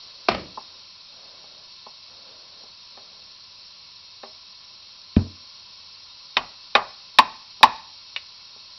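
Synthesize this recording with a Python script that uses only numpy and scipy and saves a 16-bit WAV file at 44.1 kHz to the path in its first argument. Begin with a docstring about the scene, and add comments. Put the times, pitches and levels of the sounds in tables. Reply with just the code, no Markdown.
"""Under a car in a garage, a tool clatters down and rings. Hands rustle and nudge the housing, and a big
socket settles on a seal. Something soft bumps the body, which booms. Four hammer blows then drive the
seal home, each exciting the modes of socket and casing; the last two bottom out and ring the housing.
Finally the socket clicks off. Throughout, the room rumbles and echoes, and a close microphone hisses;
it overloads on the hardest blows."""
import sys
import numpy as np
from scipy import signal
from scipy.fft import rfft, irfft
from scipy.io import wavfile

SR = 44100
rng = np.random.default_rng(int(sys.argv[2]) if len(sys.argv) > 2 else 0)


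def materialize(psi):
    """Save the field psi as 16-bit PCM at rate SR to the path in sys.argv[1].

    A 1-D psi becomes a single channel; in a 2-D psi each row is a channel.
    """
    bounded = np.clip(np.atleast_2d(psi).T, -1, 1)
    quanta = np.round(bounded * 32767).astype(np.int16)
    wavfile.write(sys.argv[1], SR, quanta)


N = 387198
T = np.arange(int(.7 * SR)) / SR  # time since an impact [s]

# spectra of garage echo, room rumble, hiss and sleeves: (frequency [Hz], relative level [dB])
ECHO_SPECTRUM = [(30, 1), (90, -5.5), (250, -1.5), (500, 2), (1000, -0.5), (2000, -0.5), (3500, -4.5),
                 (6000, -2.5)]
RUMBLE_SPECTRUM = [(25, -7.5), (50, -6.5), (70, -8.5), (90, 1.5), (120, -7), (200, -6), (300, -15.5),
                   (360, -10), (450, -15), (600, -8.5), (750, -15), (1200, -31.5)]
HISS_SPECTRUM = [(400, -30), (750, -24), (1050, -8.5), (1300, -14), (1650, -19), (2000, -17), (2500, -11),
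                 (2750, -7), (2880, -10), (3350, -5.5), (3620, -8), (3950, -4.5), (4180, 3), (4800, -0.5),
                 (5900, -11.5)]
RUSTLE_SPECTRUM = [(60, -17.5), (150, -9), (300, -7), (430, -4), (560, 3.5), (720, -3), (1050, -8),
                   (1500, -8.5), (3000, -27.5)]
# narrow resonances in the hiss: (frequency [Hz], width [Hz], lift [dB])
HISS_RESONANCES = [(837, 50, 7.5), (1003, 150, 5.5), (1377, 50, 7), (1735, 14, 9), (2221, 33, 8),
                   (2642, 49, 7), (3723, 52, 11), (3815, 50, 9.5), (4060, 55, 6.5), (4330, 11, 3.5),
                   (4480, 21, 5), (4160, 44, 3), (5199, 45, 9), (5243, 55, 8), (5563, 110, 11.5)]
# course of the hiss: (time [s], level [dB])
HISS_ENVELOPE = [(0, -42), (.7, -44), (4.9, -44.5), (5.5, -43.5), (8.78, -43.5)]

# modes of the struck parts: (frequency [Hz], relative level [dB], nominal t60 [s])
TOOL_MODES = [(222, -25, 0.22), (376.6, -18, .07), (520, -12, 0.034), (677, -8, 0.022), (796, -13, 0.045),
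              (975, -11, 0.023), (1190, -12.5, 0.051), (1275, -12, 0.042), (1628, -26.5, 0.035),
              (1924, -20.5, .035), (2355, -18, .035), (4343, -7.5, .015), (5206, -14, 0.017)]
BODY_MODES = [(91.3, -12.5, 0.26), (137, -16, 0.15), (216, 1, 0.042), (277.2, -17, 0.047),
              (379, -21, 0.045), (504, -31.5, 0.11), (606, -21, 0.037)]  # car body
HELD_SOCKET_MODES = [(1030, -49, .05), (2304, -22.5, 0.029), (2620, -21, .026), (2846, -15.5, 0.023),
                     (3110, -29, .008), (3630, -14, 0.015)]  # socket damped by fingers
SOCKET_MODES = [(1503, -21.5, 0.03), (1797, -10.5, 0.023), (2028, -23, 0.074), (2130, -18, .04),
                (2250, -16.5, 0.031), (2501, -10.5, 0.033), (2752, -22.5, 0.075), (3012, -20, 0.071),
                (3036, -13.5, 0.029), (3727, -4.5, 0.019), (3947, -13.5, 0.011), (3880, -27, 0.041),
                (4180, -34.5, 0.08), (4523, -27.5, 0.064), (4560, -25, 0.066), (4564, -25.5, 0.062),
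                (5420, -21.5, 0.045)]  # steel socket and hammer head
CASING_MODES = [(236.2, -24.5, .1), (398.4, -20, 0.096), (523, -11.5, 0.028), (630, -19.5, 0.13),
                (720, -13.5, 0.042), (820, -7, 0.042), (1066, -10, 0.039), (1115, -14, .065),
                (1216, -10, 0.054), (1387, -15, 0.034)]  # engine casing, knocked through the sliding seal
SEAT_MODES = [(244, -26, 0.085), (801, -11.5, 0.052), (897.5, 6.5, 0.035), (1020.5, 7.5, 0.033),
              (1095.6, -12, 0.093), (1820, -10, 0.033)]  # housing round the seal's seat

# hands shift their grip: (start [s], duration [s], level [dB])
GRIP_CHANGES = [(0, 0.92, -64), (1.081, 0.67, -60), (2.07, .7, -60.5), (2.92, 0.44, -62)]
# the tool lands and bounces: (time [s], gain [dB], contact cut-off [Hz])
TOOL_BOUNCES = [(0.285, 3, 2130), (0.2879, -4, 7000), (0.3176, -17, 5000), (0.3466, -14, 4500),
                (0.3818, -30.5, 2000)]
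# hand and hammer nudge the housing: (time [s], casing gain [dB], seat gain [dB], contact cut-off [Hz])
HOUSING_NUDGES = [(0.5744, -26, -19.5, 1100), (1.439, -34, -48, 700), (1.865, -29.5, -28.5, 846),
                  (2.635, -30.5, -52, 400), (7.149, -47.5, -43.5, 803), (7.607, -22.5, -39.5, 625),
                  (8.56, -30, -59.5, 331)]
# the socket settles on the seal: (time [s], gain [dB])
SOCKET_SETTLES = [(2.973, -20), (4.2332, -12.5)]
# hammer blows: (time [s], force [dB], slip of the seal [0-1], seat gain relative to force [dB])
BLOWS = [(6.3683, 0, 0.26, -15), (6.7518, -0.5, 0.81, -23), (7.1862, 6.5, 0.17, 2), (7.6301, 6.5, .24, 2.5)]


def undb(db):
    """Amplitude ratio of a level in decibels."""
    return 10 ** (np.asarray(db) / 20)


def fade(t60):
    """Exponential decay of a damped vibration, 60 dB down after t60 seconds."""
    return np.exp(-np.log(1000) * T / max(t60, 1e-3))


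def add(track, start_s, sound):
    """Superposition: a sound adds linearly to the track."""
    i = int(start_s * SR)
    track[i:i + len(sound)] += sound[:N - i]


def lowpass(x, hz):
    """A contact of finite duration excites little above its cut-off: a two-pole low-pass."""
    return signal.sosfilt(signal.butter(2, min(hz, SR / 3), fs=SR, output="sos"), x)


def radiate(x, hz):
    """Radiation efficiency falls at wavelengths much longer than the part: a high-pass."""
    return signal.sosfilt(signal.butter(2, hz, "high", fs=SR, output="sos"), x)


def wander(per_s):
    """Slow random fluctuation with a spread near 1, joining per_s random values a second."""
    steps = rng.standard_normal(1000)
    return 1.1 * np.interp(np.arange(N) / SR * per_s, np.arange(len(steps)), steps)


def noise(spectrum, size, peaks=()):
    """Spectral shaping: white noise takes on a spectrum and its resonance peaks, at unit rms."""
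    hz, db = np.transpose(spectrum)
    f = np.maximum(np.fft.rfftfreq(size, 1 / SR), 1)
    colour_db = np.interp(np.log(f), np.log(hz), db)
    for centre, width, lift in peaks:
        colour_db += lift * .5 ** ((2 * (f - centre) / width) ** 2)
    x = irfft(rfft(rng.standard_normal(size)) * undb(colour_db), size)
    return x / x.std()


def ring(modes, t60_scale=1, polarity=-1):
    """Modal synthesis: damped sines, varied at each blow; at polarity -1 neighbours swing opposite ways."""
    out = np.zeros(len(T))
    for k, (hz, db, t60) in enumerate(modes):
        amplitude = polarity ** k * undb(db + 1.1 * rng.standard_normal())
        detuned_hz = hz * (1 + 0.0057 * rng.standard_normal())
        out += amplitude * fade(t60 * t60_scale) * np.sin(2 * np.pi * detuned_hz * T)
    return out


def dense_modes(db, t60, band_hz):
    """Modal overlap: many weak, close modes merge into a decaying band of noise."""
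    band = signal.butter(2, band_hz, "band", fs=SR, output="sos")
    x = signal.sosfilt(band, rng.standard_normal(len(T)))
    return undb(db) * fade(t60) * x / x.std()


def garage(x, near_db, near_t60, far_db, far_t60):
    """Reverberation: direct sound, quick scatter from the car's underside, then the room's diffuse tail."""
    near = noise(ECHO_SPECTRUM, len(T)) * fade(near_t60) * (1 - fade(0.06))
    far = noise(ECHO_SPECTRUM, len(T)) * fade(far_t60) * np.clip((T - .012) / .008, 0, 1)
    response = undb(near_db) * near / np.linalg.norm(near) + undb(far_db) * far / np.linalg.norm(far)
    return x + signal.fftconvolve(x, response)[:N]


def engine_bay(x):
    """Reverberation of sound that starts at the engine's parts."""
    return garage(x, near_db=-17.5, near_t60=0.078, far_db=-22.5, far_t60=0.47)


def background():
    """The noise floor: steady room rumble and the microphone's slightly drifting self-noise."""
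    rumble = undb(-65) * noise(RUMBLE_SPECTRUM, N)
    hiss_db = np.interp(np.arange(N) / SR, *np.transpose(HISS_ENVELOPE)) + 0.2 * wander(per_s=3)
    hiss = undb(hiss_db) * noise(HISS_SPECTRUM, N, peaks=HISS_RESONANCES)
    return rumble + hiss


def hands():
    """Friction noise of hands and sleeves: each change of grip rises quickly, eases off and stops."""
    attack_s, release_s, sag_db_per_s = 0.046, 0.17, 5
    t = np.arange(N) / SR
    effort = undb(-73.5)  # hands that only hold on
    for start, duration, db in GRIP_CHANGES:
        gate = np.clip(np.minimum((t - start) / attack_s, (start + duration - t) / release_s), 0, 1)
        effort = effort + gate * undb(db - sag_db_per_s * np.maximum(t - start, 0))
    return effort * undb(2.0 * wander(per_s=12)) * noise(RUSTLE_SPECTRUM, N)


def socket(t60_scale):
    """Free vibration of the steel socket: a clink of high, short-lived modes."""
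    return ring(SOCKET_MODES, t60_scale) + dense_modes(db=-13.5, t60=0.059 * t60_scale, band_hz=(1282, 4930))


def casing(db, t60_scale):
    """The casing's modes knock; loose parts respond nonlinearly, rattling more under firm blows."""
    loose_parts = dense_modes(db=-15.5 + 0.11 * db, t60=.27, band_hz=(620, 1222))
    return undb(db) * (ring(CASING_MODES, t60_scale) + loose_parts)


def seat(t60_scale):
    """Compliance: rubber cushions the seal's landing, so the housing's modes swell over a few cycles."""
    swell = 1 - fade(t60=0.031)
    return ring(SEAT_MODES, t60_scale, polarity=0.96) * swell


def lining_up():
    """Soft contacts favour the low modes: the housing is nudged and the socket settles on the seal."""
    out = np.zeros(N)
    for start, casing_db, seat_db, contact_hz in HOUSING_NUDGES:
        nudge = casing(casing_db, t60_scale=0.97) + undb(seat_db) * seat(t60_scale=0.97)
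        add(out, start, lowpass(nudge, contact_hz))
    for start, db in SOCKET_SETTLES:
        settle = undb(db) * socket(t60_scale=1.8) + casing(db - 9, t60_scale=1.8)
        add(out, start, lowpass(settle, hz=626))
    return engine_bay(radiate(out, hz=125))


def socket_off():
    """Damping by the fingers leaves only a click as the socket is pulled off the metal."""
    out = np.zeros(N)
    click = ring(HELD_SOCKET_MODES, polarity=0.95) + dense_modes(db=-25.5, t60=0.045, band_hz=(1800, 4000))
    add(out, 8.1627, click)
    out = radiate(lowpass(out, hz=4920), hz=760)
    return garage(out, near_db=-7, near_t60=0.046, far_db=-18.0, far_t60=0.25)


def body_bump():
    """A soft, heavy impact drives the car body's low modes; the jolted socket clicks."""
    out = np.zeros(N)
    click = undb(-21.0) * socket(t60_scale=.78) + casing(db=-26.0, t60_scale=.78)
    add(out, 5.1642, lowpass(click, hz=4400))
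    boom = lowpass(ring(BODY_MODES, polarity=0.98), hz=700) * (1 - fade(0.0058))
    add(out, 5.1672, boom + dense_modes(db=-37.5, t60=0.22, band_hz=(300, 1087)))
    return garage(radiate(out, hz=48), near_db=-20.5, near_t60=0.12, far_db=-16.5, far_t60=0.37)


def tool_down():
    """Inelastic collisions: a tool lands hard, bounces lightly and rattles; its support shudders."""
    out = np.zeros(N)
    for start, db, contact_hz in TOOL_BOUNCES:
        hit = ring(TOOL_MODES) + dense_modes(db=-12.0, t60=.04, band_hz=(309.6, 4514))
        add(out, start, undb(db) * lowpass(hit, contact_hz))
    out = radiate(out, hz=138)
    rattle = dense_modes(db=-24.5, t60=0.3, band_hz=(1700, 3184))
    shudder = dense_modes(db=-24.5, t60=0.47, band_hz=(40, 417))
    landing_s = TOOL_BOUNCES[0][0]
    add(out, landing_s, (rattle + shudder) * (1 - fade(.2)))
    return garage(out, near_db=-11.5, near_t60=0.17, far_db=-17.5, far_t60=.33)


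def hammering():
    """Impulse transmission: steel clinks, the seal knocks the casing, meets its seat; the engine shakes."""
    seat_delay_s = .0039
    parts, engine = np.zeros(N), np.zeros(N)
    for start, force_db, slip, seat_db in BLOWS:
        t60_scale = .64 + 0.92 * slip  # a slipping seal lets the parts ring on
        contact_hz = 4200 * 2 ** (0.18 * force_db)  # harder blows make shorter, brighter contact
        knock = casing(force_db + 20 * np.log10(max(slip, .01)), t60_scale)
        clink = undb(force_db) * socket(t60_scale)
        add(parts, start, lowpass(clink + knock, contact_hz))
        add(parts, start + seat_delay_s, undb(force_db + seat_db) * seat(t60_scale))
        add(engine, start, undb(.5 * force_db) * dense_modes(db=-42, t60=0.39, band_hz=(25, 300)))
    return engine_bay(radiate(parts, hz=122) + engine)


def scene():
    """The pressures of all sources superpose at one microphone."""
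    impacts = hammering() + lining_up() + socket_off() + tool_down() + body_bump()
    return (impacts + hands() + background())[None]


def record(dry):
    """Saturation in a narrow-band microphone path; filter overshoots clip again, adding higher treble."""
    overload, band_hz, top_hz = 0.96, 5750, 15500
    saturated = np.clip(dry, -overload, overload)
    narrow = signal.sosfilt(signal.ellip(8, .3, 75, band_hz, fs=SR, output="sos"), saturated)
    clipped = np.clip(narrow, -1, 1)
    return signal.sosfilt(signal.ellip(8, .2, 70, top_hz, fs=SR, output="sos"), clipped)


dry = scene()
out = record(dry)
materialize(out)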